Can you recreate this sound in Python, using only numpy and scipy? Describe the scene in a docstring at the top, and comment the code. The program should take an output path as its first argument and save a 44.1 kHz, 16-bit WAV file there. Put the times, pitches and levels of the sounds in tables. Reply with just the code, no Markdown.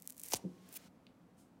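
"""A glued rubber layer is peeled off a shoe sole, close to one microphone in a small workshop.
Glue threads snap one by one over a thickening crackle until the last patch rips; the freed rubber
flaps and slides off. A hollow body thumps, something thin rings very faintly and the loose piece
swishes past. Then quiet room tone and ventilation, with a light tap and a faint scratch at the bench.
The peel is nearly dry; the thump and the bench reach the microphone with more of the room."""
import sys
import numpy as np
from scipy import signal
from scipy.fft import rfft, irfft, next_fast_len
from scipy.io import wavfile
from scipy.ndimage import uniform_filter1d

SR = 44100
rng = np.random.default_rng(int(sys.argv[2]) if len(sys.argv) > 2 else 0)


def int16_out(signal):
    """Quantize to a 16-bit WAV file."""
    q = np.round(np.clip(np.atleast_2d(signal).T, -1, 1) * 32767)
    wavfile.write(sys.argv[1], SR, q.astype(np.int16))


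N = 70560

# how long the workshop reverberates: (frequency [Hz], t60 [s])
ROOM_T60 = [(150, 0.68), (3000, 0.29), (16000, .25)]
# tone of the reverberation: (frequency [Hz], gain [dB])
ROOM_COLOUR = [(100, 2), (1500, 3.5), (16000, -7.5)]
# dull room tone: (frequency [Hz], gain [dB])
AIR_COLOUR = [(25, -21.5), (82, -4), (125, -5), (260, 2), (370, -9), (520, -9), (1000, -15), (2000, -25),
              (4000, -33), (16000, -40.5)]
# its slow drift: (time [s], level [dB])
AIR_LEVEL = [(0, -69), (.85, -65), (1.6, -66)]
# ventilation resonances: (frequency [Hz], width [Hz], level [dB])
VENT_DRONES = [(176, 7.8, -72), (261, 24, -74.5), (503, 20, -83.5)]
# soft rustle of movement, which stops abruptly near 0.88 s: (time [s], level [dB])
RUSTLE_LEVEL = [(.36, -74.5), (.6, -72.5), (.7, -66), (.875, -65), (.9, -92)]
# tone of the rustle: (frequency [Hz], gain [dB])
RUSTLE_COLOUR = [(60, -10), (200, 4), (1200, -2.5), (6000, -5.5), (16000, -16.5)]

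# a light tap over at the bench: (time [s], level [dB])
TAPS = [(1.0675, -47.5), (1.0735, -63.5)]
# tone of the tap: (frequency [Hz], gain [dB])
TAP_COLOUR = [(1000, -15), (2000, -8.5), (3600, -1), (4400, -5.5), (5500, -19), (12000, -36)]
# a soft, heavy double contact: (time [s], level [dB], contact time [s])
THUMP_PUSHES = [(.4400, -43.5, 0.0016), (0.4496, -36.5, 0.0017)]
# the hollow body that it sets ringing: (frequency [Hz], gain [dB], t60 [s])
THUMP_MODES = [(181, 8.5, 0.098), (255.4, -5, 0.27), (301, -14.5, 0.18), (357.5, -5, 0.23), (422, -6, 0.11),
               (498, -21, 0.37)]
# brief dull clatter within the thump: (frequency [Hz], gain [dB])
KNOCK_COLOUR = [(180, -16), (450, 7), (750, -10.5), (1500, -47)]

# rubber and glove rub past each other: (time [s], swell [s], hold [s], release [s], level [dB])
RUBS = [(0.349, .009, 0.012, 0.0044, -43)]
# tone of friction on the rubber: (frequency [Hz], gain [dB])
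RUB_COLOUR = [(100, -12.5), (650, -1.5), (1600, -14.5), (3000, -6), (6000, -2.5), (9000, 1.5),
              (12500, -7.5), (16000, -9.5)]
# the loose piece brushes past, growing louder: (time [s], level [dB])
SWISH_LEVEL = [(.66, -81), (.718, -65), (.728, -54.5), (.748, -53), (.76, -45), (.772, -40.5), (.776, -53)]
# tone of the swish: (frequency [Hz], gain [dB])
SWISH_COLOUR = [(150, -30), (1300, -17.5), (2400, -2), (4500, -7), (9500, -1), (15500, 1.5)]
# bending waves in the freed rubber: (time [s], level [dB], decay [s], pitch halving time [s])
FLAPS = [(0.3229, -38.5, .005, 0.0019), (0.3355, -25.5, 0.015, 0.0014)]
# tone of the last patch ripping away: (frequency [Hz], gain [dB])
RIP_COLOUR = [(150, -20.5), (450, -13), (750, 3), (1500, -7.5), (2400, 0.5), (3600, -6.5), (5400, -2.5),
              (8000, -5), (16000, -5)]
# fine crackle along the peeling edge, close up: (time [s], level [dB])
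CRACKLE_LEVEL = [(0, -70.5), (.088, -66.5), (.098, -57.5), (.112, -65), (.158, -72.5), (.172, -64.5),
                 (.228, -64), (.243, -53.5), (.27, -55.5), (.302, -54), (.322, -48), (.333, -37.5),
                 (.342, -45.5), (.353, -62)]
# tone of the crackle: (frequency [Hz], gain [dB])
CRACKLE_COLOUR = [(100, -9), (600, -6), (1300, -14), (2000, -3.5), (3600, -9), (6000, -2.5), (8600, -1.5),
                  (11500, -4), (14000, 1), (16000, -5)]
# sticky ticks, as single glue threads snap and tacky surfaces part: (time [s], level [dB])
THREAD_SNAPS = [(.0228, -28), (.0753, -17), (.0923, -36), (.0999, -25), (.1048, -22.5), (.1237, -31.5),
                (.1678, -37), (.1791, -32), (.1805, -30.5), (.1971, -24), (.2018, -27.5), (.2165, -29),
                (.2345, -25), (.2363, -20.5), (.2376, -24.5), (.2545, -31), (.2586, -29.5), (.2623, -26.5),
                (.2857, -23), (.2892, -31.5), (.3076, -28.5), (.3108, -30), (.3137, -23), (.6888, -40),
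                (.6912, -37), (.7278, -30), (.7415, -29.5)]
# their bright tone: (frequency [Hz], gain [dB])
THREAD_COLOUR = [(200, -24.5), (1200, -30.5), (2600, -16.5), (4000, -13), (6200, -8), (8500, 3),
                 (11500, -2), (16000, -1.5)]
# thick strands of glue break: (time [s], level [dB])
STRAND_SNAPS = [(.3200, -21.5), (.3232, -18.5), (.3409, -10.5), (.3471, -16)]
# their lower crack: (frequency [Hz], gain [dB])
STRAND_COLOUR = [(200, -19.5), (1300, -13), (2600, -4), (3700, -7.5), (6200, 2.5), (8500, -7), (10000, -16),
                 (13500, -12.5), (16000, -23.5)]


def from_db(db):
    """Decibels to gain."""
    return 10 ** (np.asarray(db) / 20)


def rms_one(x):
    """Scale to an rms of one."""
    return x / np.sqrt(np.mean(x ** 2) + 1e-20)


def seconds():
    """Time of every sample."""
    return np.arange(N) / SR


def level(rows):
    """Gain that follows a table of (time [s], level [dB]), silent outside it."""
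    return from_db(np.interp(seconds(), *np.transpose(rows), left=-200, right=-200))


def at_hz(points, hz):
    """Read a table on a log-frequency axis."""
    f, value = np.transpose(points)
    return np.interp(np.log(np.maximum(hz, 1)), np.log(f), value)


def coloured(x, spectrum):
    """Causal (minimum-phase) filter with the given spectrum; keeps the power of white noise."""
    size = next_fast_len(2 * N)
    gain = rms_one(from_db(at_hz(spectrum, np.arange(size // 2 + 1) * SR / size)))
    cepstrum = irfft(np.log(gain), size)
    cepstrum[1:size // 2] *= 2
    cepstrum[size // 2 + 1:] = 0
    return irfft(rfft(x, size) * np.exp(rfft(cepstrum)), size)[:N]


def grains(per_s, spread_db):
    """Random clicks of uneven size and sign; rms near one."""
    chance = np.clip(per_s / SR, 1e-4, 1)
    sizes = rms_one(from_db(spread_db * np.minimum(rng.exponential(1, N), 3)))
    return sizes * rng.choice([-1, 1], N) * (rng.random(N) < chance) / np.sqrt(chance)


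def envelope(start_s, attack_s, hold_s, release_s):
    """Straight rise, hold, exponential fall."""
    t = seconds() - start_s
    return np.clip(t / attack_s, 0, 1) * np.exp(-np.maximum(t - attack_s - hold_s, 0) / release_s)


def burst(decay_s):
    """Noise that dies away, with unit energy."""
    tail = rng.standard_normal(N) * np.exp(-seconds() / decay_s)
    return tail / np.sqrt(np.sum(tail ** 2))


def convolved(x, response):
    """Play a signal through an impulse response."""
    return signal.fftconvolve(x, response)[:N]


def low_cut(x, hz, order):
    """Roll off the bass."""
    return signal.sosfilt(signal.butter(order, hz, "high", fs=SR, output="sos"), x)


def snaps(rows, colour, scatter_db, scatter_s):
    """A sharp click for each (time [s], level [dB]), trailed by a brief scatter off nearby surfaces."""
    hits = np.zeros(N)
    for s, db in rows:
        hits[int(s * SR)] += from_db(db)
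    scatter = from_db(scatter_db) * convolved(hits, burst(scatter_s))
    return coloured(hits + scatter, colour)


def workshop(x, delay_s=0.0044):
    """The small room answers with diffuse reverberation whose treble dies first."""
    t, tail = seconds(), 0
    edges_hz = np.geomspace(60, 18000, 9)
    for low, high in zip(edges_hz, edges_hz[1:]):
        bandpass = signal.butter(2, [low, high], "band", fs=SR, output="sos")
        band = signal.sosfilt(bandpass, rng.standard_normal(N))
        t60 = at_hz(ROOM_T60, np.sqrt(low * high))
        tail = tail + band * np.exp(-np.log(1000) * t / t60)
    response = coloured(rms_one(tail * (t > delay_s)), ROOM_COLOUR) / np.sqrt(N)
    return convolved(x, response)


def room_tone():
    """Dull air all round the microphone, with narrow bands of noise droning from the ventilation."""
    out = level(AIR_LEVEL) * coloured(rng.standard_normal(N), AIR_COLOUR)
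    for hz, width_hz, db in VENT_DRONES:
        radius = np.exp(-np.pi * width_hz / SR)
        feedback = [1, -2 * radius * np.cos(2 * np.pi * hz / SR), radius * radius]
        drone = signal.lfilter([1, 0, -1], feedback, rng.standard_normal(2 * N))[N:]  # once settled
        out = out + from_db(db) * rms_one(drone)
    return out


def rustle():
    """Soft noise of movement behind the peel."""
    return level(RUSTLE_LEVEL) * coloured(rng.standard_normal(N), RUSTLE_COLOUR)


def faint_ring(hz=1083, db=-75):
    """Somewhere in the room something thin rings: one tone that swells and fades."""
    swell = envelope(start_s=0.41, attack_s=0.17, hold_s=0.12, release_s=0.031)
    return from_db(db) * swell * np.sin(2 * np.pi * hz * seconds())


def bench(scratch_db=-71):
    """Over at the bench, a light tap, then a faint scratch as a pen touches the rubber."""
    tap = snaps(TAPS, TAP_COLOUR, scatter_db=11, scatter_s=0.0015)
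    stroke = from_db(scratch_db) * envelope(start_s=1.365, attack_s=0.024, hold_s=0.018, release_s=0.039)
    return tap + coloured(stroke * rng.standard_normal(N), RUB_COLOUR)


def thump(knock_gain_db=15.5):
    """Soft pushes knock on a hollow body and set it booming; it radiates little deep bass."""
    t, body, force = seconds(), 0, 0
    for hz, db, t60 in THUMP_MODES:
        body = body + from_db(db) * np.sin(2 * np.pi * hz * t) * np.exp(-np.log(1000) * t / t60)
    for s, db, contact_s in THUMP_PUSHES:
        push = np.sin(np.pi * np.clip((t - s) / contact_s, 0, 1)) ** 2
        force = force + from_db(db) * push / push.sum()
    knock = from_db(knock_gain_db) * coloured(burst(decay_s=0.029), KNOCK_COLOUR)
    return low_cut(convolved(force, body + knock), hz=163, order=4)


def rubbing():
    """Dense tiny slips as the rubber slides off and is swung aside, close to the microphone."""
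    stroke = sum(from_db(db) * envelope(s, swell, hold, release) for s, swell, hold, release, db in RUBS)
    slide = coloured(stroke * grains(per_s=12000, spread_db=4), RUB_COLOUR)
    swish = coloured(level(SWISH_LEVEL) * grains(per_s=17000, spread_db=4), SWISH_COLOUR)
    return slide + swish


def flapping(start_hz=1564, attack_s=0.00091, roughness=0.31):
    """Bending waves cross the freed rubber, high notes first: uneven chirps that weaken as they spread."""
    out = 0
    flutter = 1 + roughness * rms_one(uniform_filter1d(rng.standard_normal(N), size=40))
    for s, db, decay_s, halving_s in FLAPS:
        t = np.maximum(seconds() - s, 0)
        spread = 1 + t / halving_s  # the pitch is start_hz / spread
        chirp = np.sin(2 * np.pi * start_hz * halving_s * np.log(spread)) / np.sqrt(spread)
        out = out + from_db(db) * chirp * (1 - np.exp(-t / attack_s)) * np.exp(-t / decay_s)
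    return out * flutter


def ripping(start_s=0.3338, db=-27, squeak_hz=4510, rise_hz_per_s=600000, squeak_gain_db=-5.5):
    """The last patch tears away, with a rough stick-slip squeak that rises as the edge speeds up."""
    letting_go = envelope(start_s, attack_s=0.0018, hold_s=0.0018, release_s=0.0011)
    tear = coloured(letting_go * grains(per_s=30000, spread_db=1.5), RIP_COLOUR)
    glide_hz = squeak_hz + rise_hz_per_s * np.maximum(seconds() - start_s, 0)
    jitter = 1 + 0.2 * rng.standard_normal(N)
    squeak = letting_go * rms_one(np.sin(2 * np.pi * np.cumsum(glide_hz * jitter) / SR))
    return from_db(db) * (tear + from_db(squeak_gain_db) * squeak)


def peeling(grains_per_s=2400, reference_db=-54.5):
    """Right at the microphone, glue threads and strands snap over a crackle that thickens with the pull."""
    pull = level(CRACKLE_LEVEL)
    rate = grains_per_s * (pull / from_db(reference_db)) ** 0.91
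    ticks = grains(rate, spread_db=4)
    hiss = from_db(-7.5) * rng.standard_normal(N)
    crackle = coloured(pull * (ticks + hiss), CRACKLE_COLOUR)
    threads = snaps(THREAD_SNAPS, THREAD_COLOUR, scatter_db=-8, scatter_s=0.00056)
    strands = snaps(STRAND_SNAPS, STRAND_COLOUR, scatter_db=-13.5, scatter_s=0.0009)
    return crackle + threads + strands


def scene():
    """From the microphone's place the peel is nearly dry; the thump and the bench carry more room."""
    rubber = peeling() + ripping() + flapping() + rubbing()
    boom, bench_work = thump(), bench()
    reverb = workshop(from_db(-24) * rubber + from_db(-19) * boom + from_db(-13.5) * bench_work)
    background = room_tone() + rustle() + faint_ring()
    return (rubber + boom + bench_work + reverb + background)[None]


def record(dry):
    """The mono microphone loses the deepest bass; the top is cut steeply at 16 kHz."""
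    thinned = low_cut(dry, hz=36, order=1)
    top_cut = signal.firwin(255, 16000, fs=SR, window="blackman")
    return signal.fftconvolve(thinned, top_cut[None], mode="same")


dry = scene()
out = record(dry)
int16_out(out)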